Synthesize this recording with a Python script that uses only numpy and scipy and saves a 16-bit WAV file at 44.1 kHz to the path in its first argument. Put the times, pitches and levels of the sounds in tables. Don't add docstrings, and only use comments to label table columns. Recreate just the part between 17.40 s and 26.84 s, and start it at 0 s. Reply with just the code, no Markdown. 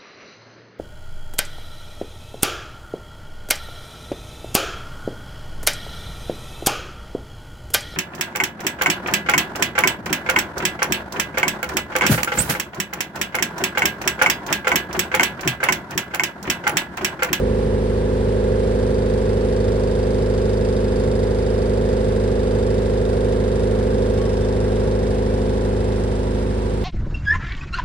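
import sys
import numpy as np
from scipy import signal
from scipy.fft import rfft, irfft, next_fast_len
from scipy.io import wavfile
from scipy.ndimage import uniform_filter1d

SR = 44100
rng = np.random.default_rng(int(sys.argv[2]) if len(sys.argv) > 2 else 0)


def master_out(mix):
    frames = np.transpose(np.atleast_2d(mix))
    ceiling = np.clip(frames, -1, 1)
    pcm = np.round(ceiling * 32767).astype(np.int16)
    wavfile.write(sys.argv[1], SR, pcm)


N = 416304

TURNS_PER_S = 25.7996
FAN_HZ = 36.66
HUM_DB, LEAN_DB, RATTLE_DB, UPPER_DB = 1, 2, 3, 4


def amp(db):
    return np.exp(np.asarray(db) * np.log(10) / 20)


def read(points, hz):
    f, value = np.transpose(points)
    return np.interp(np.log(hz + 1), np.log(f + 1), value)


def place(column):
    # t/s, panel hum level/dB, panel left-right lean/dB, rattle level/dB, upper-order level/dB
    path = [(0, -0.5, -0.5, -6, -4), (.6, -1.5, 1, -7.5, -3), (1.2, 0.5, 0, -1.5, -1.5),
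            (2.5, 0, 0.7, 0, 0), (6.6, 0, -0.5, 0.5, 1), (7.1, -1, 3, -0.5, 0), (8.3, -2.5, 3.5, -0.5, 0),
            (8.8, -6, 1, 0, -1.5), (9.44, -8, 0.5, -4, -16)]
    rows = np.transpose(path)
    return np.interp(np.arange(N) / SR, rows[0], rows[column])


def boom_db():
    return -.041 * place(HUM_DB) ** 2


def wash_db():
    return -.21 * place(HUM_DB)


def wander(top_hz):
    t = np.arange(0, N + 64, 64) / SR
    rates = np.geomspace(top_hz / 8, top_hz, 12)
    slow = sum(np.sin(2 * np.pi * (f * t + rng.random())) for f in rates) / np.sqrt(6)
    return np.interp(np.arange(N) / SR, t, slow)


def coloured(white, spectrum):
    size = next_fast_len(N)
    gain = amp(read(spectrum, np.fft.rfftfreq(size, 1 / SR)))
    return irfft(rfft(white, size) * gain * np.sqrt(SR / 2), size)[..., :N]


def ports(shared, unrelated):
    # f/Hz, correlation [0 to 1]
    likeness = [(60, 0.93), (250, 0.93), (500, 0.93), (1000, 0.099), (2500, 0.38), (5000, 0.051),
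                (7000, 0.53), (7700, 1), (10200, 0.67), (12000, 0.29)]
    # f/Hz, lead/rad
    phase_lead = [(0, 0), (260, .2), (1210, 2.2), (2500, -.5), (4570, -.6), (5600, -3.2), (6370, -3.4),
                  (7320, -1.9), (7670, -.1), (10200, .1), (16000, .1)]
    # f/Hz, level difference/dB
    balance = [(60, -3), (110, 0.5), (200, -10), (380, -16), (700, -4), (1290, -1.5), (2380, -1.5),
               (4400, -5), (8120, 0), (15000, 2)]
    size = next_fast_len(N)
    hz = np.fft.rfftfreq(size, 1 / SR)
    a, b = rfft(shared, size), rfft(unrelated, size)
    same = np.clip(read(likeness, hz), 0, 1)
    tilt = amp(read(balance, hz) / 2) * np.exp(.5j * read(phase_lead, hz))
    left = a * tilt
    right = (same * a + np.sqrt(1 - same ** 2) * b) / tilt
    return irfft(np.array([left, right]), size)[:, :N]


def crank():
    # t/s, lead [turns]
    sway = [(0, -.003), (.7, -.008), (1.3, -.009), (2.3, -.003), (3.05, .011), (3.5, .006), (4.1, -.008),
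            (4.35, -.008), (4.7, -.002), (5.1, -.003), (5.6, .003), (6, .003), (6.6, -.005), (7.3, .003),
            (7.8, .001), (8.5, -.008), (9.1, -.028), (9.44, -.031)]
    first_turn_s = .0327
    t = np.arange(N) / SR
    lead = uniform_filter1d(np.interp(t, *np.transpose(sway)), size=6000)
    return (t - first_turn_s) * TURNS_PER_S + lead


def order_phase(k, hz):
    if hz < 275:
        body_hz, body_lag = 51.6, .000123
        off_firing_s, invert_hz = .00155, 155
        late = 2 * hz * off_firing_s * (k % 4 > 0)
        return -np.pi * (body_lag * (hz - body_hz) ** 2 + late + (k % 2) * (hz > invert_hz))
    if not 350 < hz < 575:
        return 2 * np.pi * rng.random()
    panel_hz, panel_lag, flip_hz = 441, .000335, 490
    flip = np.clip((hz - flip_hz) / TURNS_PER_S, 0, 2)
    start = np.pi * (flip - k % 2 / 2 - panel_lag * (hz - panel_hz) ** 2) - .25
    return start - np.pi / 2 if hz > 530 else start


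def hum(turns):
    # multiple of the turn rate, level/dB, left-right difference/dB
    turn_orders = [(2.0, -24.3, 0), (2.5, -48.2, -2), (3.0, -33.9, 1), (3.5, -40.5, -1), (4.0, -27.4, -1),
                   (4.5, -48.4, 0), (5.0, -49.2, -4), (5.5, -44.7, -1), (6.0, -37.3, -2), (6.5, -45.7, -1),
                   (7.0, -58.6, 2), (7.5, -49.5, -1), (8.0, -30.4, -1), (8.5, -39.5, -1), (9.0, -38.5, 1),
                   (9.5, -56.2, 4), (10.0, -32.8, -2), (10.5, -48.3, 2), (11.0, -44.4, 2),
                   (11.5, -55.3, -5), (12.0, -47.0, -8), (12.5, -60.6, -7), (13.0, -48.2, -2),
                   (13.5, -49.5, -1), (14.0, -33.1, -3), (14.5, -47.0, 0), (15.0, -31.0, -3),
                   (15.5, -41.1, -8), (16.0, -31.7, 1), (16.5, -40.1, -2), (17.0, -30.2, -1),
                   (17.5, -45.8, -5), (18.0, -33.7, -6), (18.5, -45.2, -4), (19.0, -31.2, -3),
                   (19.5, -42.4, -5), (20.0, -29.9, -3), (20.5, -46.6, -3), (21.0, -42.2, 4),
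                   (21.5, -42.2, -3), (22.0, -46.2, -6), (22.5, -48.5, -1), (23.0, -44.6, -4),
                   (23.5, -53.1, -2), (24.0, -49.7, -3), (24.5, -56.6, 3), (25.0, -46.5, -8),
                   (26.0, -54.2, -6), (26.5, -54.5, 8), (27.0, -57.8, 6), (27.5, -62.2, 0), (28.0, -49, -2),
                   (28.5, -61.9, -3), (29.0, -57.2, 8), (30.0, -56.9, -7), (30.5, -57.9, 8),
                   (31.0, -60.8, -2), (31.5, -56.9, -4), (32.0, -57.3, -2), (32.5, -53.4, 3),
                   (33.0, -57.5, -8), (33.5, -58.8, -1), (34.0, -54.7, -3), (34.5, -60.4, -1),
                   (35.0, -59.3, 7), (35.5, -59.5, 3), (36.0, -58.0, -3), (36.5, -61.2, -1),
                   (37.0, -62.4, 8), (38.0, -54, 1), (39.0, -61.8, -7)]
    port_delay_s = .00029
    flutter_db = -21
    out = np.zeros((2, N))
    near_db, lean_db, upper_db = place(HUM_DB), place(LEAN_DB), place(UPPER_DB)
    body_db, wall_db = boom_db(), wash_db()
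    beat = np.exp(2j * np.pi * (FAN_HZ - TURNS_PER_S) * np.arange(N) / SR)
    for turn, db, side_db in turn_orders:
        k = round(2 * turn)
        hz = k * TURNS_PER_S / 2
        panel = np.clip((hz - 358) / 45, 0, 1) * (hz < 620)
        boom = np.clip((hz - 55) / 40, 0, 1) * (hz < 275)
        start = order_phase(k, hz)

        place_db = panel * near_db + boom * body_db
        place_db = place_db + (275 < hz < 335) * 2 * wall_db + (620 < hz < 760) * upper_db
        place_db = place_db + (hz > 760) * (2 * np.minimum(wall_db, .8) + body_db)
        chance_db = (.42 + k % 2) * min(k / 12, 1) * wander(5)
        level = np.sqrt(2) * amp(db + place_db + chance_db)

        lead = .1 + np.pi * hz * port_delay_s * min(hz / 450, 1)
        port = amp(side_db / 2) * np.exp(1j * lead)
        gain = level / max(abs(port + 1 / port) / 2, .6)
        lean = abs(port) * amp(panel * lean_db / 2)
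        wave = gain * np.exp(1j * (np.pi * k * turns + start))
        if k % 2 == 0 and 375 < hz < 760:
            up, down = np.exp(2j * np.pi * rng.random(2))
            wave = wave * (1 + amp(flutter_db) * turn / 17 * (up * beat + down / beat))
        out[0] += lean * (wave * np.exp(1j * lead)).real
        out[1] += (wave * np.exp(-1j * lead)).real / lean
    return out


def fan():
    # multiple of the fan fundamental, level/dB
    fan_orders = [(2, -44), (3, -49), (4, -38.5), (5, -44), (6, -41), (7, -51), (23, -62)]
    t = np.arange(N) / SR - .0043
    tone = np.zeros(N)
    for k, db in fan_orders:
        level = amp(db + wander(3.0)) * np.sqrt(2)
        tone += level * np.cos(2 * np.pi * k * FAN_HZ * t + .15 * wander(2.5))
    return tone * amp(boom_db()) * np.ones((2, 1))


def rumble():
    # f/Hz, level/dB [per Hz]
    body_spectrum = [(20, -72), (42, -70), (70, -62), (98, -50.5), (125, -58.5), (145, -57.5), (200, -60),
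                     (240, -64.5), (300, -76.5), (500, -130)]
    return coloured(rng.standard_normal((2, N)), body_spectrum) * amp(boom_db() + .4 * wander(4.0))


def drone():
    # f/Hz, level/dB [per Hz]
    panel_spectrum = [(250, -120), (340, -70), (390, -63.5), (470, -61.5), (550, -65), (640, -77),
                      (900, -120)]
    return coloured(rng.standard_normal((2, N)), panel_spectrum) * amp(place(HUM_DB) + .68 * wander(8.9))


def hiss(turns):
    # f/Hz, level/dB [per Hz]
    hiss_spectrum = [(700, -110), (1200, -81), (2400, -79), (4000, -82), (5200, -86), (6700, -90),
                     (8000, -93), (9600, -90), (11000, -101), (11800, -124), (13600, -124), (14200, -106),
                     (15700, -102)]
    swell_db = .21 * np.cos(2 * np.pi * turns - .6) + .43 * wander(12)
    return coloured(rng.standard_normal((2, N)) * amp(swell_db), hiss_spectrum)


def wall_wash():
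    # f/Hz, level/dB [per Hz]
    wall_spectrum = [(180, -100), (285, -64.5), (335, -70), (420, -67.5), (600, -64.5), (850, -69.5),
                     (980, -68), (1200, -81.5), (1600, -130)]
    return coloured(rng.standard_normal((2, N)), wall_spectrum) * amp(wash_db())


def clatter(turns):
    # f/Hz, level/dB [per Hz]
    valve_spectrum = [(850, -110), (1050, -72), (1150, -70.5), (1210, -76.5), (1350, -70.5), (1500, -73.5),
                      (1580, -70.5), (1680, -74), (2000, -76.5), (2400, -90), (3500, -130)]
    delay, fall_db, grain_db = .08, 5.5, 1.4
    size = round(2 * SR / TURNS_PER_S)
    grain = uniform_filter1d(rng.standard_normal(size), size=60, mode="wrap") * np.sqrt(60)
    spot = (turns / 2 % 1 * size).astype(int)
    repeat = .68 + .04 * place(HUM_DB)
    repeated = rng.standard_normal((2, size))[:, spot]
    fresh = rng.standard_normal((2, N))
    drive = repeat * repeated + np.sqrt(1 - repeat ** 2) * fresh
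    knock_db = grain_db * grain[spot] - fall_db * ((2 * turns - delay) % 1 - .5)
    return coloured(drive * amp(knock_db + 1 + .3 * place(HUM_DB)), valve_spectrum)


def knocks(turns):
    # delay after an even turn [turns], f/Hz, decay time t60/s, peak level/dB
    cycle_knocks = [(.22, 2200, .016, -45), (.5, 1580, .04, -43), (1.38, 1200, .025, -42),
                    (1.53, 1610, .03, -39), (1.61, 850, .02, -40)]
    t, out = np.arange(2000) / SR, np.zeros(N)
    for after, hz, t60, db in cycle_knocks:
        blows = np.diff(np.floor((turns - after) / 2), prepend=-1) * amp(1.5 * rng.standard_normal(N))
        onset = np.minimum(t / .00085, 1)
        ring = onset * amp(db - 60 * t / t60 + 2.5) * np.sin(2 * np.pi * hz * t)
        out += signal.oaconvolve(blows, ring)[:N]
    return out * amp(.6 * place(HUM_DB) + np.array([[-1.], [1.]]))


def ring_db(hz):
    ring_hz = [3710, 4560, 4930, 5290]
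    # t/s, then level/dB of each of these modes in turn
    ring_path = [(0, -1.5, -3, 2, -7), (2.2, 0, 5.5, 2, 1), (3.6, 1, 2, 6, -10), (5.2, 1, 0, 1.5, -8),
                 (6.4, 3, -4, 2, -5), (6.9, 3, -3, 1, 10), (7.6, 0, -1, -1, 4), (9.44, -4, -7, -4, 2)]
    if hz not in ring_hz:
        return 0
    rows = np.transpose(ring_path)
    return np.interp(np.arange(N) / SR, rows[0], rows[1 + ring_hz.index(hz)])


def rattle(turns):
    # t/s, level on even turns/dB, level on odd turns/dB
    bounces = [(0, 0, 0), (.005, -9, -9), (.0085, -7, -7), (.029, -19, -9)]
    # f/Hz, bandwidth/Hz, relative level/dB
    steel_modes = [ (2607, 31, 0), (3290, 17, -8), (3560, 30, -9), (3710, 85, -4.5), (3910, 73, -15.5),
                   (4560, 78, -5), (4930, 80, -4), (5290, 110, -8.5), (7100, 36, -9.5), (7700, 160, -26.5),
                   (9040, 130, -23)]
    # f/Hz, level/dB [per Hz at unit drive]
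    knock_spectrum = [(1800, -105), (3000, -87.5), (5000, -89), (6600, -86.5), (8500, -91.5),
                      (10500, -94.5), (11800, -125)]
    at = np.flatnonzero(np.diff(np.floor(turns)) > 0)
    odd = np.floor(turns[at + 1]) % 2
    luck = rng.standard_normal((len(at), 1 + 2 * len(bounces)))
    blows = np.zeros(N + SR)
    for j, (s, even_db, odd_db) in enumerate(bounces):
        timing, force = luck[:, 1 + 2 * j], luck[:, 2 + 2 * j]
        spot = (at + SR * (s * (1 + .04 * timing) + .0002 * abs(timing))).astype(int)
        blows[spot] += amp(np.where(odd, odd_db, even_db) + .6 * luck[:, 0] + .6 * force)
    t = np.arange(3000) / SR
    strength = amp(place(RATTLE_DB))
    decay = amp(-60 * t / .032) + .4 * amp(-60 * t / .086)
    burst = signal.oaconvolve(blows, decay)[:N]
    tick = blows[:N]
    drive = strength * (burst * rng.standard_normal((2, N)) + amp(20) * tick)
    struck = .35 * drive + amp(17) * strength * tick
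    modes = np.zeros((2, N))
    for hz, width, db in steel_modes:
        resonance = signal.iirpeak(hz, hz / width, SR)
        modes += amp(db + ring_db(hz)) * signal.lfilter(*resonance, struck)
    return coloured(drive + amp(20.5) * modes, knock_spectrum)


def harder_tick():
    t = np.arange(N) / SR - 6.7383
    bright = np.diff(rng.standard_normal(N + 2), 2) / np.sqrt(6)
    return amp(-45 - 60 * abs(t) / .007) * (t > 0) * bright


def squeak():
    # t/s, f/Hz, level/dB
    glide = [(6.765, 1055, -58), (6.795, 1095, -44), (6.835, 1130, -46.5), (6.865, 1115, -44),
             (6.905, 1075, -56)]
    # pitch ratio, relative level/dB
    partials = [(1, 0), (0.72, -5), (2.8, -14)]
    s, hz, db = np.transpose(glide)
    t = np.arange(N) / SR
    angle = 2 * np.pi * np.cumsum(np.interp(t, s, hz)) / SR
    tone = sum(amp(part_db) * np.sin(ratio * angle) for ratio, part_db in partials)
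    return amp(np.interp(t, s, db, -140, -140)) * np.sqrt(2) * tone


def scrape():
    # t/s, f/Hz, level/dB
    glide = [(7.02, 3600, -70), (7.03, 3500, -47), (7.052, 3540, -48), (7.066, 3620, -70)]
    s, hz, db = np.transpose(glide)
    t = np.arange(N) / SR
    rough = 1 + .25 * uniform_filter1d(rng.standard_normal(N), size=100)
    angle = 2 * np.pi * np.cumsum(rough * np.interp(t, s, hz)) / SR
    return amp(np.interp(t, s, db, -140, -140)) * np.sqrt(2) * np.sin(angle)


def scene():
    turns = crank()
    noise = rumble() + drone() + hiss(turns) + wall_wash() + clatter(turns) + rattle(turns)
    tones = hum(turns) + fan() + knocks(turns)
    return tones + ports(*noise) + harder_tick() + squeak() + scrape()


def record(dry):
    low_pass = signal.firwin(511, 15800, window=("kaiser", 9), fs=SR)
    return signal.oaconvolve(dry, low_pass[None], "same")


dry = scene()
out = record(dry)
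master_out(out)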